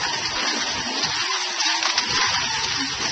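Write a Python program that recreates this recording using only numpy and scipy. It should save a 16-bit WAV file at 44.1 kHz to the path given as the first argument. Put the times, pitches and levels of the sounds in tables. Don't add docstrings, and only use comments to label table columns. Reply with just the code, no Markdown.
import sys
import numpy as np
from scipy import signal
from scipy.fft import rfft, irfft, next_fast_len
from scipy.io import wavfile
from scipy.ndimage import uniform_filter1d, map_coordinates

SR = 44100
rng = np.random.default_rng(int(sys.argv[2]) if len(sys.argv) > 2 else 0)


def transcribe(u):
    v = np.clip(np.atleast_2d(u).T, -1, 1)
    q = np.round(v * 32767).astype(np.int16)
    wavfile.write(sys.argv[1], SR, q)


def volts(x):
    e = np.asarray(x, float) / 20
    return 10 ** e


N = 137151

# time in seconds, level in dB.
FLOOR_LEVEL = [(0, -45), (.4, -45.5), (.5, -56), (.62, -43), (.82, -43), (.92, -60), (1.06, -38),
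               (1.2, -46.5), (1.26, -69.5), (1.9, -60.5), (1.96, -48), (2.04, -52.5), (2.12, -40.5),
               (2.25, -49.5), (2.31, -35.5), (2.38, -47.5), (2.6, -44), (3.11, -39)]
# frequency in Hz, level in dB.
FLOOR_COLOUR = [(15, -27), (25, -20), (65, 0), (92, -0.5), (141, 4), (230, -10.5), (300, -44.5),
                (510, -120)]
# time in seconds, shaft turns per second in Hz, level in dB.
MOTOR_HUM = [(0, 300, -54), (.45, 320, -48), (.55, 285, -39), (.68, 270, -52), (.83, 235, -44),
             (.96, 270, -37), (1.06, 270, -56), (1.3, 375, -45), (1.53, 360, -46), (1.6, 330, -56),
             (1.68, 325, -45), (1.9, 335, -45), (1.98, 330, -62), (2.55, 385, -60), (2.68, 370, -47),
             (2.75, 285, -52), (2.8, 280, -37), (2.9, 275, -37), (2.95, 275, -58)]
# start in seconds, peak level in dB.
BLADE_TICKS = [
    (1.6017, -12.5),
    (1.8269, -5),
    (1.8987, -11.5),
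    (2.2132, -9.5),
    (2.646, -12),
    (2.7208, -11.5),
]
# start in seconds, peak level in dB, rattle length in seconds,
# brightness in dB per octave, ringing pitch in Hz.
TRACK_JOINTS = [(0.03, -12.5, 0.025, -4.5, 1785), (0.1313, -12.5, 0.012, -2.5, 4630),
                (0.2498, -12, 0.022, 3.5, 4900), (0.3581, -13, 0.013, -6.5, 4700),
                (0.4471, -13, 0.023, -1, 1500), (0.469, -13, 0.017, 2, 4800),
                (0.9717, -12.5, 0.029, 1.5, 4260), (1.026, -12.5, 0.027, 3, 4810),
                (1.199, -17.5, 0.025, 1.5, 4790), (1.5984, -9, 0.019, 3.5, 5050),
                (1.6474, -14.5, 0.027, 6.5, 5200), (1.8494, -7.5, 0.022, -1, 1046),
                (1.893, -10.5, 0.01, 1.5, 1980), (1.976, -4, 0.017, -1, 5440),
                (2.175, -13.5, 0.03, -5.5, 1840), (2.2094, -9.5, 0.034, -2.5, 1920),
                (2.2515, -11.5, 0.02, -2.5, 1765), (2.285, -14.5, 0.03, -3, 5200),
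                (2.3284, -14, 0.029, -1, 1430), (2.635, -14, 0.015, 1, 4570),
                (2.802, -18, 0.016, 0.5, 2000), (3.0447, -14, 0.021, 2, 1810),
                (3.086, -14.5, 0.023, 6.5, 5400)]
# time in seconds, rolling level in dB, extra tread level in dB.
TYRE_LEVEL = [(0, -42, 2.5), (.35, -45, -0.5), (.48, -34.5, -3), (.7, -42.5, 2), (1.05, -38.5, 0),
              (1.15, -47.5, 3.5), (1.3, -54.5, 5), (1.5, -50.5, 7.5), (1.68, -53.5, 13), (1.9, -48, 7.5),
              (2.02, -42.5, -8), (2.25, -39.5, -8.5), (2.35, -47.5, 5.5), (2.5, -46.5, -2.5),
              (2.6, -44, -9.5), (2.7, -47.5, -2.5), (2.9, -46.5, -2.5), (3.11, -42, -0.5)]
# frequency in Hz, level in dB.
ROLL_COLOUR = [(150, -24), (220, -2), (400, -2), (520, -3.5), (600, -39)]
# frequency in Hz, level in dB.
TREAD_COLOUR = [(480, -42), (580, -2.5), (750, -2), (900, -5), (1050, -29)]
# time in seconds, pitch in Hz, level in dB.
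GEAR_WHINE = [(0, 980, -32), (.25, 895, -35), (.47, 1060, -37), (.6, 920, -37), (.84, 935, -35),
              (.93, 865, -33), (1.05, 840, -36), (1.19, 970, -33), (1.33, 1030, -29), (1.44, 930, -31),
              (1.57, 1000, -33), (1.65, 850, -31), (1.75, 940, -29), (1.86, 990, -33), (2.07, 960, -35),
              (2.21, 1030, -31), (2.5, 910, -33), (2.63, 900, -30), (2.7, 900, -44)]
# time in seconds, level in dB.
BRAID_LEVEL = [(0, -27), (.35, -28), (.5, -24.5), (.9, -29), (1.1, -26.5), (1.35, -25), (1.52, -28),
               (1.7, -22), (1.81, -26.5), (1.9, -25), (1.96, -26.5), (2.1, -25.5), (2.22, -24), (2.36, -23),
               (2.5, -26), (2.65, -25), (2.98, -28.5), (3.11, -27)]
# frequency in Hz, level in dB.
BODY_COLOUR = [(500, -37.5), (780, -7), (1020, -3), (1300, -7), (1820, -3.5), (2310, -7), (4570, -5.5),
               (6000, -6), (7800, -37), (13200, -120)]
# centre in Hz, width in Hz, boost in dB.
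BODY_RINGS = [(1890, 180, 1), (2838, 500, 2.5), (4010, 250, -1), (4760, 600, 3.5), (5400, 420, 0),
              (5840, 560, 2.5)]
# frequency in Hz, size in dB.
ROUNDING_STEP = [(50, -7), (200, -6), (500, -4), (1000, -1.5), (2500, -1), (4200, .5), (4600, -2),
                 (6000, -2)]
# frequency in Hz, level in dB.
HISS_COLOUR = [(50, -8), (700, -5), (6500, 0), (7600, -1.5), (8200, -9.5), (8800, -25), (9100, -67.5)]


def unit(x):
    return x / np.sqrt(np.mean(x ** 2) + 1e-20)


def along(points, hz):
    f, v = np.transpose(points)
    return np.interp(np.log(hz + 1), np.log(f + 1), v)


def curves(rows):
    seconds, *columns = np.transpose(rows)
    return [np.interp(np.arange(N) / SR, seconds, column) for column in columns]


def wobble(rate):
    return map_coordinates(rng.standard_normal(N // 20), [np.arange(N) * rate / SR])


def phase(hz):
    return 2 * np.pi * np.cumsum(hz) / SR


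def filtered(x, response):
    m = next_fast_len(N + SR // 4)
    return irfft(rfft(x, m) * response(np.fft.rfftfreq(m, 1 / SR)), m)[..., :N]


def coloured(x, colour):
    return filtered(x, lambda hz: volts(along(colour, hz)))


def patchy(x, depth_db):
    z = signal.stft(x, nperseg=512)[2]
    field = uniform_filter1d(rng.standard_normal(z.shape), size=5, axis=0)
    field = uniform_filter1d(field, size=5, axis=1)
    return signal.istft(z * volts(depth_db * unit(field)), nperseg=512)[1][:N]


def body_shell(hz):
    rings = sum(db / (1 + (2 * (hz - centre) / width) ** 2) for centre, width, db in BODY_RINGS)
    return volts(along(BODY_COLOUR, hz) + rings)


def floorboards():
    noise = coloured(rng.standard_normal(N), FLOOR_COLOUR)
    return volts(curves(FLOOR_LEVEL)[0]) * unit(noise * volts(3.2 * wobble(15)))


def motor():
    hz, level_db = curves(MOTOR_HUM)
    tone = np.sqrt(2) * np.sin(phase(hz + 9 * wobble(30)))
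    return volts(level_db + 3.2 * wobble(35)) * tone


def blade_ticks():
    out, t = np.zeros(N + SR), np.arange(SR // 50) / SR
    for start, db in BLADE_TICKS:
        fade_db = -60 * t / 0.032
        out[round(start * SR):][:len(t)] += volts(db - 0.5 + fade_db) * rng.standard_normal(len(t))
    return filtered(out[:N], lambda hz: hz ** 2 / (hz ** 2 + 1200 ** 2))


def joints():
    out, t = np.zeros(N + SR), np.arange(SR // 5) / SR
    hz = np.fft.rfftfreq(len(t), 1 / SR)
    for start, db, length, tilt_db, ring_hz in TRACK_JOINTS:
        jumps_db = 2.2 * np.repeat(rng.standard_normal(len(t) // 60), 60)
        rattle = rng.standard_normal(len(t)) * volts(jumps_db)
        tilt = tilt_db * np.log2(hz / 2500 + 0.0068)
        ring = 6 / (1 + (4 * np.log2(hz / ring_hz + 0.013)) ** 2)
        burst = unit(irfft(rfft(rattle) * body_shell(hz) * volts(tilt + ring), len(t)))
        rise = np.clip(t / 0.006, 0, 1)
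        fall = volts(-60 * np.clip(t - length, 0, None) / 0.05)
        out[round((start - .002) * SR):][:len(t)] += volts(db - 12) * rise * fall * burst
    return out[:N]


def tyres():
    roll_db, tread_db = curves(TYRE_LEVEL)
    roll = unit(coloured(patchy(rng.standard_normal(N), depth_db=3), ROLL_COLOUR))
    tread = unit(coloured(patchy(rng.standard_normal(N), depth_db=3), TREAD_COLOUR))
    return volts(roll_db + 0.98 + 1.2 * wobble(24)) * (roll + volts(tread_db) * tread)


def gear_whine():
    hz, level_db = curves(GEAR_WHINE)
    turn = phase(hz + 12 * wobble(30))
    steady_share, fuzz, fuzz_hz = .45, 0.73, 65
    whine = np.zeros(N)
    for k, db in [(1, 0), (2, -8)]:
        steady_part = steady_share / k + fuzz * wobble(fuzz_hz * k)
        side_part = fuzz * wobble(fuzz_hz * k)
        whine += volts(db) * (steady_part * np.cos(k * turn) + side_part * np.sin(k * turn))
    return volts(level_db - 1.5 + 2.3 * wobble(16)) * whine


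def braid_rush():
    pulse = 1 + 0.35 * np.sin(phase(curves(MOTOR_HUM)[0]))
    scrape = rng.standard_normal(N) * pulse
    specks = rng.random(N) < .03
    grit = unit(rng.standard_normal(N) * specks * volts(2.4 * wobble(40)))
    rush = unit(scrape + volts(-11) * grit)
    rush = unit(filtered(patchy(rush, depth_db=1.67), body_shell))
    flutter_db = 0.7 * wobble(13) + 0.9 * wobble(30) + 0.8 * wobble(110)
    return rush * volts(curves(BRAID_LEVEL)[0] + flutter_db)


def scene():
    background = floorboards() + motor()
    knocks = blade_ticks() + joints()
    return (background + knocks + tyres() + gear_whine() + braid_rush())[None]


def coarse_camera(x):
    size = 1024
    n, count, lines = np.arange(2 * size), N // size + 2, np.arange(size // 3) + .5
    window = np.sin(np.pi * (n + .5) / (2 * size))[:, None]
    waves = np.cos(np.pi / size * np.outer(n + .5 + size / 2, lines))
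    basis = window * waves * np.sqrt(2 / size)
    hz = lines * SR / (2 * size)
    index = np.arange(count)[:, None] * size + n
    frames = np.pad(x, (size, 3 * size))[index]
    peak = np.abs(frames).max(axis=1, keepdims=True)
    sharp = peak > 5.5 * frames.std(axis=1, keepdims=True)
    c = frames @ basis
    edge_hz, top_hz, top_db, top_share = 6050, 6420, 1, .36
    top_open = rng.random((count, 1)) < top_share
    c = c * np.where(hz < edge_hz, 1, volts(top_db) * top_open * (hz < top_hz))
    level = np.sqrt(np.mean(c[:, hz < edge_hz] ** 2, axis=1, keepdims=True))
    band = np.floor(20 * np.log(1 + hz / 900)).astype(int)
    uneven_db = 2.7 * rng.standard_normal((count, size))[:, band]
    step = level * volts(along(ROUNDING_STEP, hz) + 8.7 - 9 * sharp + uneven_db)
    c = np.sign(c) * np.floor(np.abs(c) / step + 0.52) * step
    return np.bincount(index.ravel(), (c @ basis.T).ravel())[size:size + N]


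def camera_hiss(x):
    loudness = np.sqrt(np.abs(uniform_filter1d(x ** 2, size=100)))
    flutter_db = 2.53 * wobble(9.71) + 2.3 * wobble(70)
    noise = rng.standard_normal(N) * loudness ** 0.48 * volts(flutter_db)
    return volts(-45) * unit(coloured(noise, HISS_COLOUR))


def band_limit(x):
    return signal.sosfilt(signal.butter(12, 8830, fs=SR, output="sos"), x)


def record(dry):
    rough = coarse_camera(dry[0])
    mix = rough + camera_hiss(rough)
    return band_limit(mix[None])


dry = scene()
out = record(dry)
transcribe(out)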